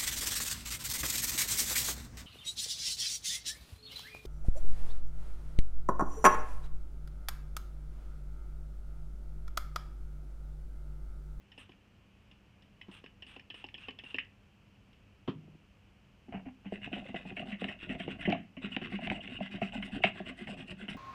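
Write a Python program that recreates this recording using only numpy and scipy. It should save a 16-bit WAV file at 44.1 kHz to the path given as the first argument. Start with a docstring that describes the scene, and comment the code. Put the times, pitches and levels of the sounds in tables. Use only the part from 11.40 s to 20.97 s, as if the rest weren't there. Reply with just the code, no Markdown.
"""A workbench in a small quiet room, one microphone just above it. A finger pump sprays cleaner six times
onto a bare circuit board, clicking and hissing, and near 4 s the bottle is set down with a thud. A hand
grips the board, which scuffs over the bench. From 5.3 s a toothbrush scrubs it, nearly ten strokes a second:
the bristles flick over the solder pins, the brush head bumps and snags on them, and the rocking board knocks
on the bench top. Room air, microphone hiss and a faint mains hum lie underneath."""
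import sys
import numpy as np
from scipy import signal
from scipy.fft import rfft, irfft, next_fast_len
from scipy.io import wavfile
from scipy.ndimage import map_coordinates

SR = 44100
rng = np.random.default_rng(int(sys.argv[2]) if len(sys.argv) > 2 else 0)


def dump_mix(stems):
    """Bounce the given channels to the path in sys.argv[1] as a 16-bit WAV at rate SR."""
    frames = np.atleast_2d(stems).T  # one column per channel
    limited = np.clip(frames, -1, 1)  # hard clip at full scale
    pcm = np.round(limited * 32767).astype(np.int16)
    wavfile.write(sys.argv[1], SR, pcm)


N = 422037
AGE = np.arange(SR // 4) / SR  # seconds since a blow
TOP_HZ = 15100  # upper band limit

# resonances of the circuit board: pitch_hz, width_hz, level_db
BOARD_MODES = [(601, 54.4, -6.5), (671.5, 51.3, 1), (759, 64, -4.5), (1078, 56, -21.5)]
# resonances of the bench top: pitch_hz, width_hz, level_db
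BENCH_MODES = [(115, 20, -11), (185, 21.5, -2), (198.9, 14.3, 2.5), (255.2, 12.3, -1.5), (305, 68, -18),
               (354.2, 32, -10), (464, 110, -27)]
# spectrum of the brush's hiss and crack on the board: frequency_hz, level_db
HISS_SPECTRUM = [(2500, -16), (4200, 5.5), (5000, 2.5), (6600, -11), (7700, 1.5), (8800, -1),
                 (10300, -13.5), (11200, -15.5), (15000, -43)]


def scrubbing():
    """Bristles hiss over the lacquer and flick off the pins, shaking the board and the bench under it."""
    # brush strokes, to and fro: start_s, length_s, rasp_db, board_db, bench_db, hiss_db
    strokes = [(5.305, 0.09, -50, -68, -49.5, -74), (5.408, 0.08, -44, -53.5, -47, -71.5),
               (5.499, 0.14, -50.5, -51.5, -45.5, -71), (5.62, 0.12, -53.5, -56, -51.5, -77),
               (5.721, 0.14, -53, -54.5, -60, -73.5), (5.833, 0.11, -51.5, -57, -48, -75),
               (5.948, 0.11, -50, -50.5, -47, -71), (6.046, 0.12, -52, -54, -48, -71),
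               (6.177, 0.12, -49.5, -65, -55, -72), (6.264, 0.1, -47.5, -55.5, -61, -71),
               (6.379, 0.11, -48, -61.5, -49, -74), (6.475, 0.1, -49.5, -50.5, -45.5, -74),
               (6.573, 0.11, -49.5, -62, -48.5, -73), (6.663, 0.11, -48.5, -60, -46.5, -73),
               (6.776, 0.13, -46.5, -55.5, -48.5, -74), (6.88, 0.078, -45.5, -35, -40, -92),
               (7.211, 0.075, -43.5, -57.5, -47, -71), (7.3, 0.072, -46.5, -65, -52, -71.5),
               (7.408, 0.1, -45, -61, -45, -71), (7.492, 0.1, -46, -57, -46, -69),
               (7.598, 0.103, -45, -52, -43, -68.5), (7.686, 0.12, -49.5, -49.5, -45, -69.5),
               (7.792, 0.15, -52, -61.5, -50, -75.5), (7.887, 0.12, -48.5, -60, -47, -71.5),
               (7.998, 0.11, -48, -64, -64, -72), (8.096, 0.11, -49, -55.5, -46.5, -70.5),
               (8.202, 0.12, -47.5, -67, -56, -68), (8.308, 0.11, -48, -50.5, -43.5, -68),
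               (8.41, 0.1, -49, -57.5, -50.5, -67), (8.506, 0.11, -46.5, -52.5, -40, -67.5),
               (8.613, 0.11, -40, -64, -53, -65.5), (8.728, 0.12, -51.5, -62, -51, -73.5),
               (8.843, 0.092, -46, -53.5, -49, -66), (8.956, 0.12, -50, -62, -54, -70),
               (9.056, 0.11, -48, -52.5, -45, -64.5), (9.16, 0.099, -50.5, -60, -49, -69),
               (9.258, 0.099, -49, -59.5, -49.5, -66), (9.363, 0.11, -51, -62.5, -49.5, -71.5),
               (9.474, 0.094, -47.5, -56, -45, -64.5)]
    # bristles rasping on the pins: frequency_hz, level_db
    rasp_spectrum = [(300, -36.5), (800, -23), (1110, -10), (1260, -15), (1450, -5.5), (1770, -7),
                     (2080, 1), (2280, -12), (2500, 0.5), (2830, 3.5), (3100, -7), (3450, -10.5),
                     (3900, -16.5), (4340, -50), (5640, -40), (9000, -59.5)]
    # the bench's low rumble: frequency_hz, level_db
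    rumble_spectrum = [(20, -33), (30, -10), (43, 13.0), (62, -15.5), (90, -22.5), (120, -12.5),
                       (250, -26.5), (2000, -92.5)]
    overhang_s = 0.012  # board and bench keep moving after the brush turns
    rumble = unit(colour(rng.standard_normal(N + SR), rumble_spectrum))
    out = np.zeros(N)
    for start, length, rasp_db, board_db, bench_db, hiss_db in strokes:
        end = start + length
        first = round(start * SR)
        count = round((end + overhang_s) * SR) - first
        # tufts catch on rows of pins, so the flicks come in clumps
        catch = amp(3.2 * wobble(count, rate=74.7))
        bristles = unit(flicks(count, rate=1500, spread_db=4)) + 0.66 * rng.standard_normal(count)
        drag = catch * bristles + amp(2) * tufts(count)
        grit = catch * flicks(count, rate=4000, spread_db=4)
        hiss = unit(colour(grit, shaded(HISS_SPECTRUM, depth_db=3.5)))
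        rasp = unit(colour(drag, shaded(rasp_spectrum, depth_db=3)))
        # only a few strong flicks rock the board
        jolts = flicks(count, rate=110, spread_db=6) + 0.012 * drag
        board = unit(shaken(jolts, BOARD_MODES, spread_db=4, detune=0.06))
        bench = unit(shaken(jolts, BENCH_MODES, spread_db=6, detune=0.06))
        bench += amp(-12) * rumble[first:first + count]
        shake = amp(board_db) * board + amp(bench_db) * bench
        sweep = swell(start, end, rest=0.013, power=1.9, lean=0.76)
        # the bent bristles bite hardest a little before mid-stroke
        bite = swell(start, end, rest=0.04, power=1.7, lean=0.9)
        rocking = swell(start, end + overhang_s, rest=0, power=0.81, lean=0.95)
        add(out, start, sweep * amp(hiss_db) * hiss[:len(sweep)])
        add(out, start, bite * amp(rasp_db) * rasp[:len(bite)])
        add(out, start, rocking * shake)
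    return out


def tufts(count, rate=110, t60=0.016):
    """Bent tufts let go unevenly, about rate a second; each scratches briefly."""
    jitter, size = rng.standard_normal((2, 64))
    onsets = (np.cumsum(np.exp(0.45 * jitter)) * SR / rate).astype(int)
    lets_go = np.bincount(onsets, amp(3.2 * np.clip(size, -2, 2)), count)[:count]
    envelope = signal.lfilter([1], [1, -amp(-60 / (t60 * SR))], lets_go)
    return unit(envelope * rng.standard_normal(count))


def bumps():
    """A struck pin pings and rattles; a moment later the rocking board and the bench top answer."""
    # the hand grips the board or the brush head hits it:
    # start_s, tick_db, rattle_t60_s, board_db, bench_db, bench_pitch_hz
    hits = [(4.881, -80, 0.14, -79, -46, 223), (4.937, -73, 0.37, -57, -35.5, 195),
            (5.059, -64, 0.16, -62, -41.5, 253), (5.256, -54, 0.15, -71, -41.5, 189),
            (5.322, -67, 0.089, -48.5, -40, 190), (5.461, -46.5, 0.038, -64, -43, 237),
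            (5.529, -39, 0.1, -52, -41, 201), (5.572, -52, 0.057, -55, -45, 230),
            (5.69, -53, 0.061, -66, -44, 249), (5.743, -47, 0.066, -47.5, -41.5, 172),
            (5.759, -40.5, 0.05, -50.5, -56, 250), (5.92, -58.5, 0.024, -60, -46, 196),
            (5.967, -40, 0.072, -52.5, -46.5, 276), (5.995, -44, 0.0066, -67, -45.5, 308),
            (6.022, -64, 0.14, -51, -51, 227), (6.12, -41.5, 0.12, -69, -39.5, 202),
            (6.219, -49, 0.26, -51, -37, 184), (6.284, -40.5, 0.064, -71, -42, 187),
            (6.493, -39, 0.12, -64, -35, 241), (6.549, -52, 0.045, -54, -49, 224),
            (6.599, -42, 0.063, -47.5, -43, 179), (6.677, -46.5, 0.17, -52.5, -40.5, 184),
            (6.825, -44, 0.039, -70, -54, 200), (6.853, -34.5, 0.074, -53, -37, 178),
            (6.874, -54, 0.17, -43.5, -27, 191), (6.892, -38.5, 0.24, -49, -27, 187.4),
            (6.946, -54, 0.36, -45, -41, 188), (7.168, -50.5, 0.1, -56.5, -43, 264),
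            (7.237, -47, 0.25, -61, -37.5, 203.5), (7.415, -45, 0.091, -56, -43.5, 210),
            (7.531, -48, 0.45, -65, -36, 195), (7.587, -56, 0.061, -48.5, -48, 220),
            (7.632, -50, 0.061, -61, -43, 218), (7.714, -44, 0.027, -41, -39, 298),
            (7.875, -45.5, 0.027, -66, -52, 216), (8.004, -47, 0.26, -40, -34.5, 198),
            (8.14, -50, 0.22, -58, -35.5, 179), (8.216, -38, 0.11, -35.5, -31.5, 197),
            (8.323, -47.5, 0.026, -63, -50, 200), (8.374, -61, 0.16, -58, -40.5, 212),
            (8.425, -39, 0.037, -59, -43, 190), (8.8, -52, 0.86, -46.5, -38, 185),
            (9.008, -65, 0.45, -74, -43.5, 214), (9.072, -45, 0.052, -57, -38.5, 184),
            (9.087, -81, 0.051, -51.5, -41, 200), (9.419, -52, 0.15, -73, -49, 219),
            (9.482, -39.5, 0.067, -62, -40.5, 192)]
    # the rattle on the pins: frequency_hz, level_db
    rattle_spectrum = [(300, -35), (900, -17), (1300, -13.5), (1700, -2.5), (1950, 1.5), (2200, 2),
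                       (2450, -6.5), (2750, 4.5), (3050, 0.5), (3400, -17), (4000, -24.5), (4400, -43.5),
                       (5600, -34.5), (9000, -59)]
    board_lag_s, bench_lag_s = 0.001895, 0.00313
    out = np.zeros(N)
    for start, tick_db, t60, board_db, bench_db, bench_hz in hits:
        contact = chatter(t60, snap=0.58)
        # the shorter the contact, the brighter the tick
        crack = amp(-44) * np.sqrt(0.024 / t60) * blow(colour(contact, HISS_SPECTRUM))
        pin_hz = 2700 * np.exp(0.049 * rng.standard_normal())
        ping = blow(note(pin_hz, t60=0.015, rise=0.00055))
        rattle = blow(colour(contact, shaded(rattle_spectrum, depth_db=3.5)))
        tick = amp(-11.5) * ping + amp(-4) * rattle + crack
        # a brush that sticks instead of rattling also damps the board and the bench
        grip = amp(-60 * AGE / (3 * t60))
        board = blow(grip * ring(BOARD_MODES, spread_db=3.5, detune=0.043))
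        # the spot that is pushed picks one bench mode to sing out over the others
        lead = blow(grip * note(bench_hz, t60=0.15, rise=0.007))
        others = blow(grip * ring(BENCH_MODES, spread_db=6, detune=0.066))
        bench = amp(-4.5) * lead + amp(-8) * others
        add(out, start, amp(tick_db) * tick)
        add(out, start + board_lag_s, amp(board_db) * board)
        add(out, start + bench_lag_s, amp(bench_db) * bench)
    return out


def snags():
    """The brush head cracks free of a pin and judders over the next ones; the board slaps down."""
    # the head snaps free: start_s, crack_db, judder_db, judder_length_s, board_db, bench_db
    catches = [(6.2422, -41, -61, .01, -48, -39.5), (6.923, -41, -40, 0.0033, -40, -40),
               (7.3647, -38.5, -62, .003, -50, -48.5), (7.672, -43, -58, 0.006, -48.5, -51),
               (7.7, -38, -47, 0.0099, -51, -41), (8.6374, -29, -29.5, 0.018, -28, -34)]
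    # crack and judder on the pins: frequency_hz, level_db
    snag_spectrum = [(300, -26), (1000, -14), (1320, -16), (1500, -8.5), (1900, -2.5), (2180, 1),
                     (2400, -1), (2750, 3), (3050, -2), (3400, -17.5), (3900, -15), (4150, -31),
                     (4550, -31.5), (5600, -38), (9000, -68)]
    board_lag_s, bench_lag_s = 0.00273, 0.0055  # the board lands, then the bench gives
    out = np.zeros(N)
    for start, crack_db, judder_db, length, board_db, bench_db in catches:
        crack = blow(colour(burst(t60=0.017), snag_spectrum))
        onset = 1 - np.exp(-(AGE / 0.0027) ** 2)
        hold = amp(-40 * np.maximum(AGE / length - 1, 0))
        skips = unit(flicks(len(AGE), rate=2500, spread_db=3)) + 0.5 * rng.standard_normal(len(AGE))
        judder = blow(colour(onset * hold * skips, snag_spectrum))
        board = blow(amp(-60 * AGE / 0.048) * ring(BOARD_MODES, spread_db=0.5, detune=0.01))
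        bench = blow(amp(-60 * AGE / 0.15) * ring(BENCH_MODES, spread_db=3, detune=0.043))
        add(out, start, amp(crack_db) * crack + amp(judder_db) * judder)
        add(out, start + board_lag_s, amp(board_db) * board)
        add(out, start + bench_lag_s, amp(bench_db) * bench)
    return out


def knocks():
    """The tilted board drops flat on the bench: a dull push and a brief judder as the contact settles."""
    # the board's drops: start_s, level_db
    drops = [(5.323, -42), (5.53, -43), (5.744, -42), (6.22, -41), (6.68, -39.5), (6.876, -37.5),
             (7.367, -39.5), (8.006, -49)]
    # board against bench: frequency_hz, level_db
    knock_spectrum = [(60, -18.5), (150, -1), (330, 8), (520, -1.5), (780, -4.5), (1050, -22.5),
                      (1500, -33), (4000, -60), (9000, -75)]
    out = np.zeros(N)
    for start, db in drops:
        push = (AGE == 0) + amp(-18.5) * burst(t60=0.031)
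        add(out, start, amp(db) * blow(colour(push, knock_spectrum)))
    return out


def scuffs():
    """The gripped board drags a short way over the bench in small, uneven slips."""
    # the board's drags: start_s, length_s, level_db
    drags = [(4.878, 0.05, -65.5), (4.919, 0.11, -49), (5.053, 0.065, -56.5), (5.245, 0.045, -57)]
    # board sliding on bench: frequency_hz, level_db
    scuff_spectrum = [(100, 2), (200, 6.5), (380, -8), (520, -4.5), (720, 9.5), (1000, -5), (1400, -10),
                      (2000, -6.5), (2900, -4), (3500, -32), (6000, -55)]
    out = np.zeros(N)
    for start, length, db in drags:
        push = swell(0, length, rest=0, power=1.1, lean=0.5)
        slips = amp(3 * wobble(len(push), rate=120)) * flicks(len(push), rate=1500, spread_db=4)
        add(out, start, amp(db) * unit(push * colour(slips, scuff_spectrum)))
    return out


def spray_bottle():
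    """The finger lands, the nozzle opens and sprays, the plunger bottoms and springs back."""
    # presses of the pump: lands_s, opens_s, bottoms_s, land_db, open_db, bottom_db,
    # spray_length_s, mist_db, land_pitch_hz, bottom_pitch_hz
    presses = [(0.118, .178, .293, -60, -55, -67.5, 0.089, -70.5, 3000, 3000),
               (1.413, 1.513, 1.64, -55, -60, -60, 0.11, -73, 1990, 2880),
               (1.822, 1.866, 1.963, -52, -62, -58.5, 0.13, -76.5, 3080, 2700),
               (2.101, 2.142, 2.241, -49.5, -54.5, -52, 0.12, -77.5, 3130, 2790),
               (2.342, 2.379, 2.484, -49.5, -61, -46, 0.14, -83, 3260, 2650),
               (2.588, 2.637, 2.744, -51.5, -54.5, -43.5, 0.16, -80, 3140, 2700)]
    # the plunger springs back: start_s, relative_level_db
    releases = [(.318, -67), (1.661, -60), (1.995, -58.5), (2.286, -60), (2.507, -61), (2.784, -38.5)]
    # the returning plunger's clack: frequency_hz, level_db
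    spring_spectrum = [(300, -18), (700, -20), (1050, -2.5), (1400, -9), (1750, 5), (2100, 3), (2500, 13),
                       (3200, -11), (4200, -33), (9000, -65)]
    # the bottle ticks in the hand: start_s, level_db
    handling = [(0.913, -66), (1.222, -69), (2.846, -73), (3.53, -73.5)]
    out = np.zeros(N)
    for lands, opens, bottoms, land_db, open_db, bottom_db, length, mist_db, land_hz, bottom_hz in presses:
        add(out, lands, pump_click(land_db, bottle_db=land_db - 13.5, t60=0.062, hz=land_hz))
        add(out, opens, pump_click(open_db, bottle_db=open_db - 5.5, t60=0.068))
        add(out, opens, spray(length, mist_db))
        # the stop passes the push straight into the bottle
        bottle_db = 0.5 * bottom_db - 26.5
        add(out, bottoms, pump_click(bottom_db, bottle_db, t60=0.067, hz=bottom_hz, snap=1.9))
    for start, db in releases:
        add(out, start, pump_click(db - 4.5, bottle_db=db - 27, t60=0.1))
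        add(out, start, amp(db + 0.5) * blow(colour(chatter(0.023, snap=0.32), spring_spectrum)))
    for start, db in handling:
        add(out, start, pump_click(db, bottle_db=db - 8, t60=0.06))
    return out


def pump_click(tick_db, bottle_db, t60, hz=2835, snap=0.18):
    """The pump head ticks and rings at a pitch set by the finger's grip; the bottle under it answers."""
    # the plastic head's tick: frequency_hz, level_db
    head_spectrum = [(300, -14), (700, -16), (1050, -21), (1350, -22.5), (1800, 3.5), (2300, -2),
                     (2700, 9.5), (3050, 5.5), (3500, -10.5), (4300, -25), (5400, -39), (6600, -60),
                     (8800, -54), (11000, -53)]
    # resonances in which the head rings on: pitch_hz, width_hz, level_db
    head_modes = [(2740, 33, 0), (2960, 16, 6.5), (3040, 24, -5.5)]
    # the bottle's body: frequency_hz, level_db
    bottle_spectrum = [(100, -37), (270, 8), (370, 4), (500, -3.5), (700, -4), (1080, -4), (1500, -28),
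                       (2200, -21), (4000, -34), (10000, -62)]
    pitch = hz * np.exp(0.019 * rng.standard_normal())
    tick = blow(colour(chatter(t60, snap), shaded(head_spectrum, depth_db=-0.5)))
    ping = blow(note(pitch, t60=0.22 * t60, rise=0.025 * t60))
    tail = blow(ring(head_modes, spread_db=4, detune=0.012))
    head = amp(-2.5) * tick + amp(-3) * ping + amp(-5) * tail
    bottle = blow(colour(chatter(0.029, snap=0.64), bottle_spectrum))
    # the valve rattles much alike whether the press is hard or soft
    return amp(tick_db) * head + amp(bottle_db) * bottle + valve(0.45 * tick_db - 42.5)


def valve(db):
    """The pump's little valve snaps and rattles."""
    # the valve's rattle: frequency_hz, level_db
    valve_spectrum = [(2000, -29), (3300, 14), (4400, -6), (5300, 5), (6000, -20), (6800, -24), (8800, -16),
                      (11000, -33.5)]
    return amp(db) * blow(colour(chatter(0.03, snap=0.51), valve_spectrum))


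def spray(length, mist_db, nozzle_db=-57):
    """The nozzle rushes; the fine mist is thickest early, while the pressure is high."""
    # the nozzle's rush: frequency_hz, level_db
    nozzle_spectrum = [(150, -43), (400, -26), (1200, -13), (2200, -14.5), (2700, -3), (3050, -6.5),
                       (3500, -12.5), (4400, -31), (5400, -31), (6600, -38), (12000, -55)]
    # the mist's hiss: frequency_hz, level_db
    mist_spectrum = [(4000, -36), (6800, -16), (8300, 0), (9300, -1), (10400, -19), (11600, -18),
                     (15000, -27)]
    flow = swell(0, length, rest=0, power=1.0, lean=0.65)
    thickness = swell(0, length, rest=0, power=1.4, lean=0.41)
    sputter = amp(1.7 * wobble(len(flow), rate=131))
    nozzle = unit(colour(sputter * flicks(len(flow), rate=4000, spread_db=2), nozzle_spectrum))
    mist = unit(colour(sputter * rng.standard_normal(len(flow)), mist_spectrum))
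    return amp(nozzle_db) * flow * nozzle + amp(mist_db) * thickness * mist


def bottle_landings():
    """The bottle's base clacks on the bench, which thuds and keeps humming faintly."""
    # the bottle knocks on the bench, is put down and settles: start_s, clack_db, thud_db
    landings = [(1.484, -64, -49), (3.877, -46, -36.5), (3.885, -52, -33), (3.914, -72, -63),
                (4.04, -86, -59), (4.079, -81, -56), (4.147, -86, -58.5)]
    # resonances of the bench under the bottle: pitch_hz, width_hz, level_db
    thud_modes = [(115, 27, -2), (160, 28, 8.5), (196, 42, 7.5), (278, 29, 1), (329, 22, 5.5),
                  (412, 69, -5), (713, 140, -13.5)]
    # the base's clack: frequency_hz, level_db
    clack_spectrum = [(200, -15), (500, -10), (750, -4.5), (1070, 3), (1400, -5.5), (2300, -10.5),
                      (3100, -4), (3600, -14), (4400, -23), (7000, -41), (11000, -58)]
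    out = np.zeros(N)
    for start, clack_db, thud_db in landings:
        thud = blow(ring(thud_modes, spread_db=2))
        hum = amp(-13) * blow(note(hz=154, t60=0.82, rise=0.0081))
        clack = blow(colour(chatter(0.092, snap=1.0), clack_spectrum))
        add(out, start, amp(clack_db) * clack + amp(thud_db) * (thud + hum))
    return out


def squeaks():
    """Plastic sticks and slips in thin, wavering chirps that sink as the slip slows."""
    # first the pump's plunger, later the wet bristles: start_s, length_s, pitch_hz, level_db
    slips = [(2.377, 0.014, 2580, -56), (2.429, 0.043, 2734, -55), (2.659, 0.017, 2810, -51),
             (2.695, 0.033, 2780, -57.5), (7.316, 0.025, 2820, -46), (7.551, 0.022, 2855, -49),
             (7.717, 0.08, 2830, -53), (7.803, 0.02, 2820, -48), (7.962, 0.023, 2800, -46),
             (8.148, 0.026, 2730, -52.5), (8.359, 0.02, 2880, -50), (8.558, 0.021, 2700, -55),
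             (8.617, 0.017, 2770, -45)]
    fall, waver = 0.063, 0.039  # shares of the pitch
    out = np.zeros(N)
    for start, length, hz, db in slips:
        flow = swell(0, length, rest=0, power=0.84)
        count = len(flow)
        pitch = hz * (1 + fall * np.linspace(0.5, -0.5, count) + waver * wobble(count, rate=540))
        tone = amp(3.3 * wobble(count, rate=180)) * np.sin(2 * np.pi * np.cumsum(pitch) / SR)
        add(out, start, amp(db) * unit(flow * tone))
    return out


def snaps():
    """Hard plastic snaps: the valve shuts after a press; later a stiff bristle springs off a pin."""
    # the snaps: start_s, level_db
    ticks = [(2.267, -72), (2.508, -72), (2.765, -72), (6.901, -63)]
    # small, hard plastic: frequency_hz, level_db
    snap_spectrum = [(1500, -12), (3300, 5), (5400, 10), (6300, -14), (8000, -10), (9500, -45)]
    out = np.zeros(N)
    for start, db in ticks:
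        add(out, start, amp(db) * blow(colour(burst(t60=0.0036), snap_spectrum)))
    return out


def room(x):
    """The near walls' short answer reaches the microphone 5 ms late and dulls as it dies."""
    # the room's decay: frequency_hz, t60_s
    decay_times = [(150, 0.44), (700, 0.22), (3000, 0.23), (10000, 0.074)]
    hz, t, noise = signal.stft(rng.standard_normal(SR // 2), SR, nperseg=256)
    decay = amp(-60 * t / along(decay_times, hz)[:, None])
    tail = signal.istft(noise * decay, SR, nperseg=256)[1]
    tail *= np.arange(len(tail)) > 0.005 * SR
    return signal.fftconvolve(x, tail / np.linalg.norm(tail))[:N]


def background():
    """Still room air, microphone hiss and a faint mains hum."""
    # air and hiss: frequency_hz, level_db
    air_spectrum = [(20, -19), (42, 2), (90, 0.5), (220, -5.5), (350, -12.5), (800, -18), (2000, -22.5),
                    (2600, -16.5), (3000, -18), (3600, -31), (5600, -33.5), (7500, -38.5), (10300, -45),
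                    (15000, -46)]
    # mains hum: pitch_hz, level_db
    hum_partials = [(100, -71.5), (200, -71)]
    t = np.arange(N) / SR
    air = amp(-63) * unit(colour(rng.standard_normal(N), air_spectrum))
    hum = sum(amp(db) * np.sqrt(2) * np.sin(2 * np.pi * hz * t) for hz, db in hum_partials)
    return air + hum


def ring(modes, spread_db=0, detune=0):
    """A body's answer to one tap; the spot and the hand's pressure shift each mode's strength and pitch."""
    strength, shift = rng.standard_normal((2, len(modes)))
    contact = 1 - np.exp(-(AGE / 0.00013) ** 2)  # the push builds up over the contact time
    out = np.zeros(len(AGE))
    for k, (hz, width, db) in enumerate(modes):
        gain = (-1) ** k * width * amp(db + spread_db * strength[k])
        pitch = hz * (1 + detune * shift[k])
        out += gain * np.exp(-np.pi * width * AGE) * np.sin(2 * np.pi * pitch * AGE)
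    return contact * out


def shaken(x, modes, spread_db, detune):
    """x shakes a body whose modes slide in pitch and strength as the brush travels over it."""
    out = np.zeros(len(x))
    for k, (hz, width, db) in enumerate(modes):
        pitch = hz * (1 + detune * wobble(len(x), rate=30))
        phasor = np.exp(2j * np.pi * np.cumsum(pitch) / SR)
        push = x * amp(db + spread_db * wobble(len(x), rate=40))
        envelope = signal.lfilter([1], [1, -np.exp(-np.pi * width / SR)], push / phasor)
        out += (-1) ** k * width * np.imag(phasor * envelope)
    return out


def note(hz, t60, rise):
    """One mode that builds up while it is pushed and then dies away."""
    return (1 - np.exp(-(AGE / rise) ** 2)) * amp(-60 * AGE / t60) * np.sin(2 * np.pi * hz * AGE)


def chatter(t60, snap):
    """A hard first contact and the uneven rattle after it; a long rattle also takes longer to build up."""
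    life = max(t60, 0.01)
    first = snap * amp(-60 * AGE / 0.005)
    onset = 1 - np.exp(-AGE / (0.058 * life))
    rattle = onset * amp(wobble(len(AGE), rate=370) - 60 * AGE / life)
    return rng.standard_normal(len(AGE)) * (first + rattle)


def burst(t60):
    """Noise that starts at once and dies away."""
    return amp(-60 * AGE / t60) * rng.standard_normal(len(AGE))


def flicks(count, rate, spread_db):
    """Tiny impulses of uneven size at random moments, rate a second."""
    hit = rng.random(count) < rate / SR
    return hit * rng.choice([-1, 1], count) * amp(spread_db * np.clip(rng.standard_normal(count), -2, 2))


def swell(start, end, rest, power, lean=1):
    """Loudness of a movement that speeds up and slows; lean under 1 brings its peak forward."""
    progress = np.linspace(0, 1, round(end * SR) - round(start * SR))
    return rest + np.abs(np.sin(np.pi * progress ** lean)) ** power


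def wobble(count, rate):
    """A smooth random curve, rate knots a second."""
    knots = rng.standard_normal(int(count * rate / SR) + 4)
    return map_coordinates(knots, [np.arange(count) * rate / SR])


def shaded(spectrum, depth_db):
    """The spectrum with some resonances stronger and some weaker, as at a new spot of contact."""
    knots_hz = np.geomspace(200, TOP_HZ, 44)
    hz = np.geomspace(100, TOP_HZ, 400)
    shade = np.interp(hz, knots_hz, np.clip(rng.standard_normal(len(knots_hz)), -2, 2))
    return np.transpose([hz, along(spectrum, hz) + depth_db * shade])


def colour(x, spectrum):
    """x through a causal (minimum-phase) filter with the given spectrum."""
    size = 2 * next_fast_len(len(x) // 2 + 4096)
    gain = amp(along(spectrum, np.fft.rfftfreq(size, 1 / SR)))
    cepstrum = irfft(np.log(gain), size)
    cepstrum[1:size // 2] *= 2
    cepstrum[size // 2 + 1:] = 0
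    return irfft(rfft(x, size) * np.exp(rfft(cepstrum)), size)[:len(x)]


def along(points, hz):
    """(frequency_hz, value) points read on a log frequency axis."""
    knots_hz, values = np.transpose(points)
    return np.interp(np.log(hz + 1), np.log(knots_hz), values)


def amp(db):
    """Decibels to gain."""
    return 10 ** (np.asarray(db) / 20)


def unit(x):
    """Scaled to rms 1."""
    return x / np.sqrt(np.mean(x ** 2) + 1e-20)


def blow(x):
    """Scaled to the energy of rms 1 held for 30 ms."""
    return x * np.sqrt(0.03 * SR / (np.sum(x ** 2) + 1e-20))


def add(track, start_s, x):
    """Mix x into the track from start_s on."""
    part = track[round(start_s * SR):][:len(x)]
    part += x[:len(part)]


def scene():
    """Everything on the bench, heard in mono from just above it, with a little of the room."""
    board = scrubbing() + bumps() + snags() + scuffs() + knocks()
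    direct = board + squeaks() + snaps() + spray_bottle() + bottle_landings()
    return (direct + amp(-14.5) * room(direct) + background())[None]


def record(dry):
    """The recorder keeps nothing above its band limit."""
    size = next_fast_len(N + SR // 2)
    in_band = np.fft.rfftfreq(size, 1 / SR) < TOP_HZ
    return irfft(rfft(dry, size) * in_band, size)[..., :N]


dry = scene()
out = record(dry)
dump_mix(out)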